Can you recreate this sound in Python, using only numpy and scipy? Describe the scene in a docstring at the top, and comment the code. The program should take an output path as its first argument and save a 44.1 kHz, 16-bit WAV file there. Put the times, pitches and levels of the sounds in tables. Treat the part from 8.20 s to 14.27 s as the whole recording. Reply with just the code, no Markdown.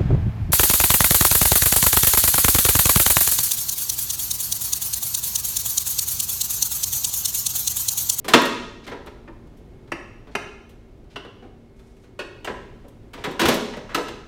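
"""A steel gear lever is pushed through its gates on a machine frame in a large sheet-metal workshop.
Knocks and snaps are bursts of chattering contacts that ring the frame and gate plate; a loose pin jingles.
The lever rubs along its slot as gritty noise; one such noise, below 140 Hz, is a low thump of the frame.
Fading noise makes the echoes of the hall; shaped noise and wavering tones make the ventilation.
One microphone adds faint hiss, clips at full scale and cuts the highest treble."""
import sys
import numpy as np
from scipy import signal
from scipy.fft import rfft, irfft
from scipy.io import wavfile
from scipy.ndimage import uniform_filter1d

SR = 44100
rng = np.random.default_rng(int(sys.argv[2]) if len(sys.argv) > 2 else 0)


def generate_wav(sig):
    """Save sig (samples, or channels by samples) to the path in sys.argv[1] as 16-bit PCM at SR."""
    pcm = np.round(np.clip(np.atleast_2d(sig).T, -1, 1) * 32767).astype(np.int16)
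    wavfile.write(sys.argv[1], SR, pcm)


N = 267687  # length of the scene in samples

SPLIT = 0.03  # welded, worn steel: each mode is a bunch of close partials, spread as a share of its pitch


def undb(db):
    """Turn a level in dB into a gain."""
    return 10 ** (np.asarray(db) / 20)


def band(x, lo_hz, hi_hz):
    """Keep mainly the sound between two frequencies, with a filter that never looks ahead."""
    sos = signal.butter(2, [lo_hz, hi_hz], "bandpass", fs=SR, output="sos")
    return signal.sosfilt(sos, x)


def walk(rate_hz):
    """Wander randomly around 0: levels held 1 / rate_hz seconds, then smoothed twice; spread near 1."""
    hold = int(SR / rate_hz)
    steps = np.repeat(rng.standard_normal(N // hold + 1), hold)
    smooth = uniform_filter1d(uniform_filter1d(steps, hold), hold)
    return 1.3 * smooth[:N]


def add(out, start_s, sound):
    """Mix a sound in at start_s seconds, with its last fifth faded out."""
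    fade_out = np.minimum(1, np.linspace(5, 0, len(sound)))
    out[int(start_s * SR):][:len(sound)] += sound * fade_out


def lever():
    """The moving lever knocks the frame, snaps into gates and now and then jingles the pin."""
    return knocks() + snaps() + pin()


def knocks():
    """Knocks on the machine frame: chattering contacts that make its steel ring."""
    # Knocks. Each row: start in seconds, level in dB, bass weight in dB,
    # treble slope in dB per octave, chatter in ms (for a band that starts at 900 Hz).
    blow_rows = [(0.0441, -34, 3.5, -2.5, 22), (0.0807, -18, -4, -2, 22), (0.135, 5.5, -6, -6.5, 13),
                 (0.217, -29.5, 13, 2.5, 6.2), (0.2524, -36, 1.5, 3, 14), (0.664, -34, -6, -5, 17),
                 (0.674, -27, -3, -8, 17.3), (0.696, -44, -4, -1.5, 7.6), (0.7134, -26.5, 0, -12.5, 21.6),
                 (0.86, -51.5, 18, 1.5, 11), (0.8683, -30, -6, -9, 12), (1.075, -33, 2, -19.5, 12),
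                 (1.2693, -57, 1.5, -2.5, 11.8), (1.3687, -64.5, 8, 1.2, 27.7),
                 (1.6745, -47.5, -0.5, -6.5, 15), (2.069, -45.5, 4.5, -8, 27),
                 (2.4908, -56, -1.2, -0.9, 35), (2.839, -56.5, 6.5, -5.5, 12),
                 (3.0467, -37.5, 3.5, -9, 14.6), (3.222, -46, 7, -11, 28), (3.5909, -48.5, -3, -4, 14),
                 (3.7652, -59, 2.5, -2.5, 19), (3.836, -51.5, -11, -6, 27), (4.271, -17, -8, -14, 16),
                 (4.2981, -21.5, 5, -14, 6.2), (4.6414, -52, 12.5, -9, 15.3),
                 (4.6814, -57.5, 7.5, 2.5, 12.4), (4.8254, -61.5, 6.5, -4, 16.5),
                 (4.9329, -31.5, -4, -5, 19), (4.9739, -37, 4, -11, 20), (5.0383, -17.5, -8, -7, 21.7),
                 (5.0704, -28, 11, -17, 10.3), (5.1089, -37, 6, -3, 16), (5.1933, -13, -4.5, -4.5, 23),
                 (5.213, -12, -2, -4, 9.9), (5.233, -15.5, 3, -5, 9.9), (5.2537, -11, -5.8, -4, 14.6),
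                 (5.2683, -27, 8.5, -2.5, 33), (5.2837, -14, 4, -1, 13.7), (5.3396, -37, 15.5, 3.5, 18),
                 (5.5347, -22, -10, -12, 8.5), (5.5656, -30, 2, -7, 16), (5.7453, -9, -10, -5, 11.5),
                 (5.7734, -19, 0, -10, 16), (5.882, -24.5, -6.5, -6, 12.6)]
    # Ringing modes of the frame. Each row: pitch in Hz, level in dB, time to fall by 60 dB in seconds.
    frame_modes = [(242.2, -5, 0.13), (355, 2.5, 0.086), (417.4, 0, 0.12), (489, 0, 0.11),
                   (559.5, -2.5, 0.25), (630, -3, 0.094), (770, -2.5, 0.077), (804.4, -1.5, 0.11),
                   (966, -0.5, 0.22), (999, -0.5, 0.32), (1120, 6, 0.026), (1350, -2.5, 0.041),
                   (1560, -9, 0.033), (1960, -12, 0.13), (2290, -3, 0.045)]
    # What all knocks share: level of each band in dB, basic rise in ms, ring of the body in dB.
    knock_kind = [3, -1, 0.37, 4, 1, 3.5], 2, -15.5
    return hits(blow_rows, frame_modes, *knock_kind)


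def snaps():
    """The lever snapping into a gate: chattering contacts that make the gate plate ring."""
    # Snaps. Each row: start in seconds, level in dB, bass weight in dB,
    # treble slope in dB per octave, chatter in ms (for a band that starts at 900 Hz).
    snap_rows = [(1.718, -17, -2.5, -8.5, 7.5), (2.151, -15.5, -1.5, -7, 8.7),
                 (2.958, -25, -5.5, -10.5, 14), (3.990, -25, -1, -8.5, 21.5), (4.245, -32, 3, -3.5, 18)]
    # Ringing modes of the gate plate. Each row: pitch in Hz, level in dB, time to fall by 60 dB in seconds.
    gate_modes = [(355, 3.5, 0.057), (425, -3, 0.15), (624, -5.5, 0.05), (791, -7.5, 0.017),
                  (1120, -17, 0.041), (1420, -11, 0.046), (1910, -3, 0.037), (2252, -4.5, 0.074),
                  (2750, 15.5, 0.015), (3027, 4.5, 0.038), (3475, -9.5, 0.036), (4540, 0, 0.035),
                  (4860, 3, 0.056), (5660, 7.5, 0.03), (8540, 13.5, 0.019), (9400, 5, 0.0082)]
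    # What all snaps share: level of each band in dB, basic rise in ms, ring of the body in dB.
    snap_kind = ([1.5, 1.5, 3, 8, 5, 5], .3, -5)
    return hits(snap_rows, gate_modes, *snap_kind)


def hits(table, modes, colour_db, rise_ms, body_db):
    """Each hit is a dying burst of contacts, heard directly and through the modes of its body.
    The weight lifts or lowers the bass; a softer contact is duller and rises more slowly."""
    # Bands that make up a hit. Each row: lowest and highest frequency in Hz.
    hit_bands = [(190, 450), (450, 950), (950, 2000), (2000, 4000), (4000, 8000), (8000, 15000)]
    bass = np.array([1, 1, 0, 0, 0, 0])  # bands moved by the bass weight
    octaves = np.array([0, 0, 0, 1, 2, 3])  # how far each band lies up the treble slope
    soft_ms_per_db = 0.1374  # a duller contact pushes longer: rise added per dB of falling treble slope
    chatter_tilt = -0.25  # bass chatters longer: length goes as frequency to this power
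    out = np.zeros(N + SR)
    ms = 1000 * np.arange(SR // 4) / SR
    for start_s, level_db, weight_db, slope_db, chatter_ms in table:
        hit = 0
        body = ring(modes, SPLIT)
        soft_rise_ms = rise_ms + soft_ms_per_db * max(-slope_db, 0)
        rise = 1 - np.exp(-ms / soft_rise_ms)
        bands_db = level_db + weight_db * bass + slope_db * octaves + colour_db
        for (lo_hz, hi_hz), db in zip(hit_bands, bands_db):
            decay_ms = chatter_ms * (lo_hz / 900) ** chatter_tilt
            fade = rise * np.exp(-ms / decay_ms)
            burst = band(contacts(len(ms)) * fade, lo_hz, hi_hz)
            ringing = signal.fftconvolve(burst, body)[:len(ms)]
            steel = burst + undb(body_db) * ringing
            # Give every band half the strength of its fade curve, then set its level.
            even = np.sqrt(np.sum(fade ** 2) / np.sum(steel ** 2)) / 2
            hit = hit + undb(db) * steel * even
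        add(out, start_s, hit)
    return out[:N]


def contacts(count):
    """Noise with heavy tails: many small touches and a few hard ones."""
    grit = 0.24  # 0 = smooth hiss, larger = more separate spikes
    noise = rng.standard_normal(count)
    return noise * np.abs(noise) ** grit


def ring(modes, split):
    """Answer of an object to one tap, energy 1: dying partials, each tap finding them a little elsewhere."""
    # Seven close partials stand for each mode.
    hz, db, t60 = np.repeat(np.transpose(modes), 7, axis=1)[:, :, None]
    t = np.arange(SR // 4) / SR
    shift, sign = rng.standard_normal((2, len(hz), 1))
    wave = np.sin(2 * np.pi * hz * (1 + split * shift) * t) * np.sign(sign)
    decay = 1000 ** (-t / t60)  # down 60 dB after t60 seconds
    tap = np.sum(undb(db) * wave * decay, axis=0)
    return tap / np.sqrt(np.sum(tap ** 2))


def pin():
    """The small loose pin is tapped once per jingle; its partials spread far less than the frame's."""
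    # Jingles. Each row: start in seconds, level in dB.
    jingle_rows = [(0.1355, -23), (0.862, -46), (3.992, -47), (4.2474, -36), (5.7453, -22)]
    # Ringing modes of the pin. Each row: pitch in Hz, level in dB, time to fall by 60 dB in seconds.
    pin_modes = [(8040, 0.5, 0.18), (12490, 1.3, 0.16), (13750, -4.5, .15)]
    out = np.zeros(N + SR)
    for start_s, db in jingle_rows:
        add(out, start_s, undb(db) * ring(pin_modes, SPLIT / 10))
    return out[:N]


def slides_and_thump():
    """The lever rubs along its slot as gritty noise; one row, below 140 Hz, is a low thump of the frame."""
    # Rubs and one low thump. Each row: start in seconds, end in seconds, level in dB,
    # lowest and highest frequency in Hz.
    slide_rows = [(0.635, 0.666, -50, 1240, 5000), (2.107, 2.165, -60, 610, 4600),
                  (2.897, 2.958, -62, 993, 4800), (3.556, 3.899, -71.5, 1520, 8900),
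                  (4.94, 5.062, -49.5, 199, 2700), (5.207, 5.36, -27, 196, 3180),
                  (5.23, 5.316, -32, 49.5, 139), (5.688, 5.774, -36.5, 304, 2000)]
    out = 0
    t = np.arange(N) / SR
    for start, end, db, lo_hz, hi_hz in slide_rows:
        gritty = band(contacts(N), lo_hz, hi_hz) * undb(2.5 * walk(80))  # the level stutters
        swell = np.interp(t, [start, start + 0.0094, end - 0.01, end], [0, 1, 1, 0])
        out = out + undb(db) * swell * gritty / gritty.std()
    return out


def hall(x):
    """Diffuse echoes of the sheet-metal walls: noise that fades at its own speed in each half octave."""
    # How long the hall rings. Each row: frequency in Hz, time to fall by 60 dB in seconds.
    hall_t60 = np.array([(200, 1), (600, 0.76), (2000, 0.72), (6000, 0.83), (14000, 0.22)])
    echo_db, build_up_ms = -7, 2.67
    t = np.arange(SR) / SR
    tail = 0
    for hz in 125 * 2.0 ** np.arange(0, 7.1, 0.5):
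        t60 = np.interp(np.log(hz), np.log(hall_t60[:, 0]), hall_t60[:, 1])
        noise = band(rng.standard_normal(SR), hz / 2 ** 0.25, hz * 2 ** 0.25)
        tail = tail + noise * 1000 ** (-t / t60)
    tail = tail * (1 - np.exp(-1000 * t / build_up_ms))  # the echoes build up
    tail = tail / np.sqrt(np.sum(tail ** 2))
    return signal.fftconvolve(x, undb(echo_db) * tail)[:N]


def air():
    """Ventilation: shaped noise that swells a little, with a few hum tones that waver."""
    # Colour of the rumble. Each row: frequency in Hz, relative level in dB per Hz.
    air_colour = np.array([(12, -23.5), (20, 2), (55, 0.5), (81, -6), (106, -2), (208, -11), (274, -8.5),
                           (334, -10.5), (383, -9), (521, -17), (791, -23), (1020, -28), (1540, -32),
                           (3280, -38.5), (15600, -56)])
    # Hum tones. Each row: middle pitch in Hz, middle level in dB rms.
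    hum_rows = [(59.2, -64), (102.3, -62), (231.5, -58.5), (387.6, -63.5), (2169, -76)]
    rumble_db = -45.5  # rms
    hz = np.maximum(np.arange(N // 2 + 1) * SR / N, 1)
    colour = undb(np.interp(np.log(hz), np.log(air_colour[:, 0]), air_colour[:, 1]))
    rumble = irfft(rfft(rng.standard_normal(N)) * colour, N) * undb(walk(2.2))
    hum = 0
    for pitch_hz, db in hum_rows:
        level = undb(db + 3 * walk(4)) * np.sqrt(2)  # a sine peaks at root 2 times its rms
        phase = 2 * np.pi * np.cumsum(pitch_hz * (1 + 0.004 * walk(5))) / SR
        hum = hum + level * np.sin(phase)
    return undb(rumble_db) * rumble / rumble.std() + hum


def scene():
    """Lever, its echoes and the workshop air at one microphone."""
    steel = lever() + slides_and_thump()
    return (steel + hall(steel) + air())[None]


def record(dry):
    """The microphone adds faint hiss, clips at full scale and cuts the top."""
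    hiss_db, top_hz = -89, 15720
    hiss = undb(hiss_db) * rng.standard_normal(N)
    clipped = np.clip(dry + hiss, -1, 1)
    cut = signal.ellip(10, 0.2, 80, top_hz, fs=SR, output="sos")  # steep low-pass
    return signal.sosfilt(cut, clipped)


dry = scene()
out = record(dry)
generate_wav(out)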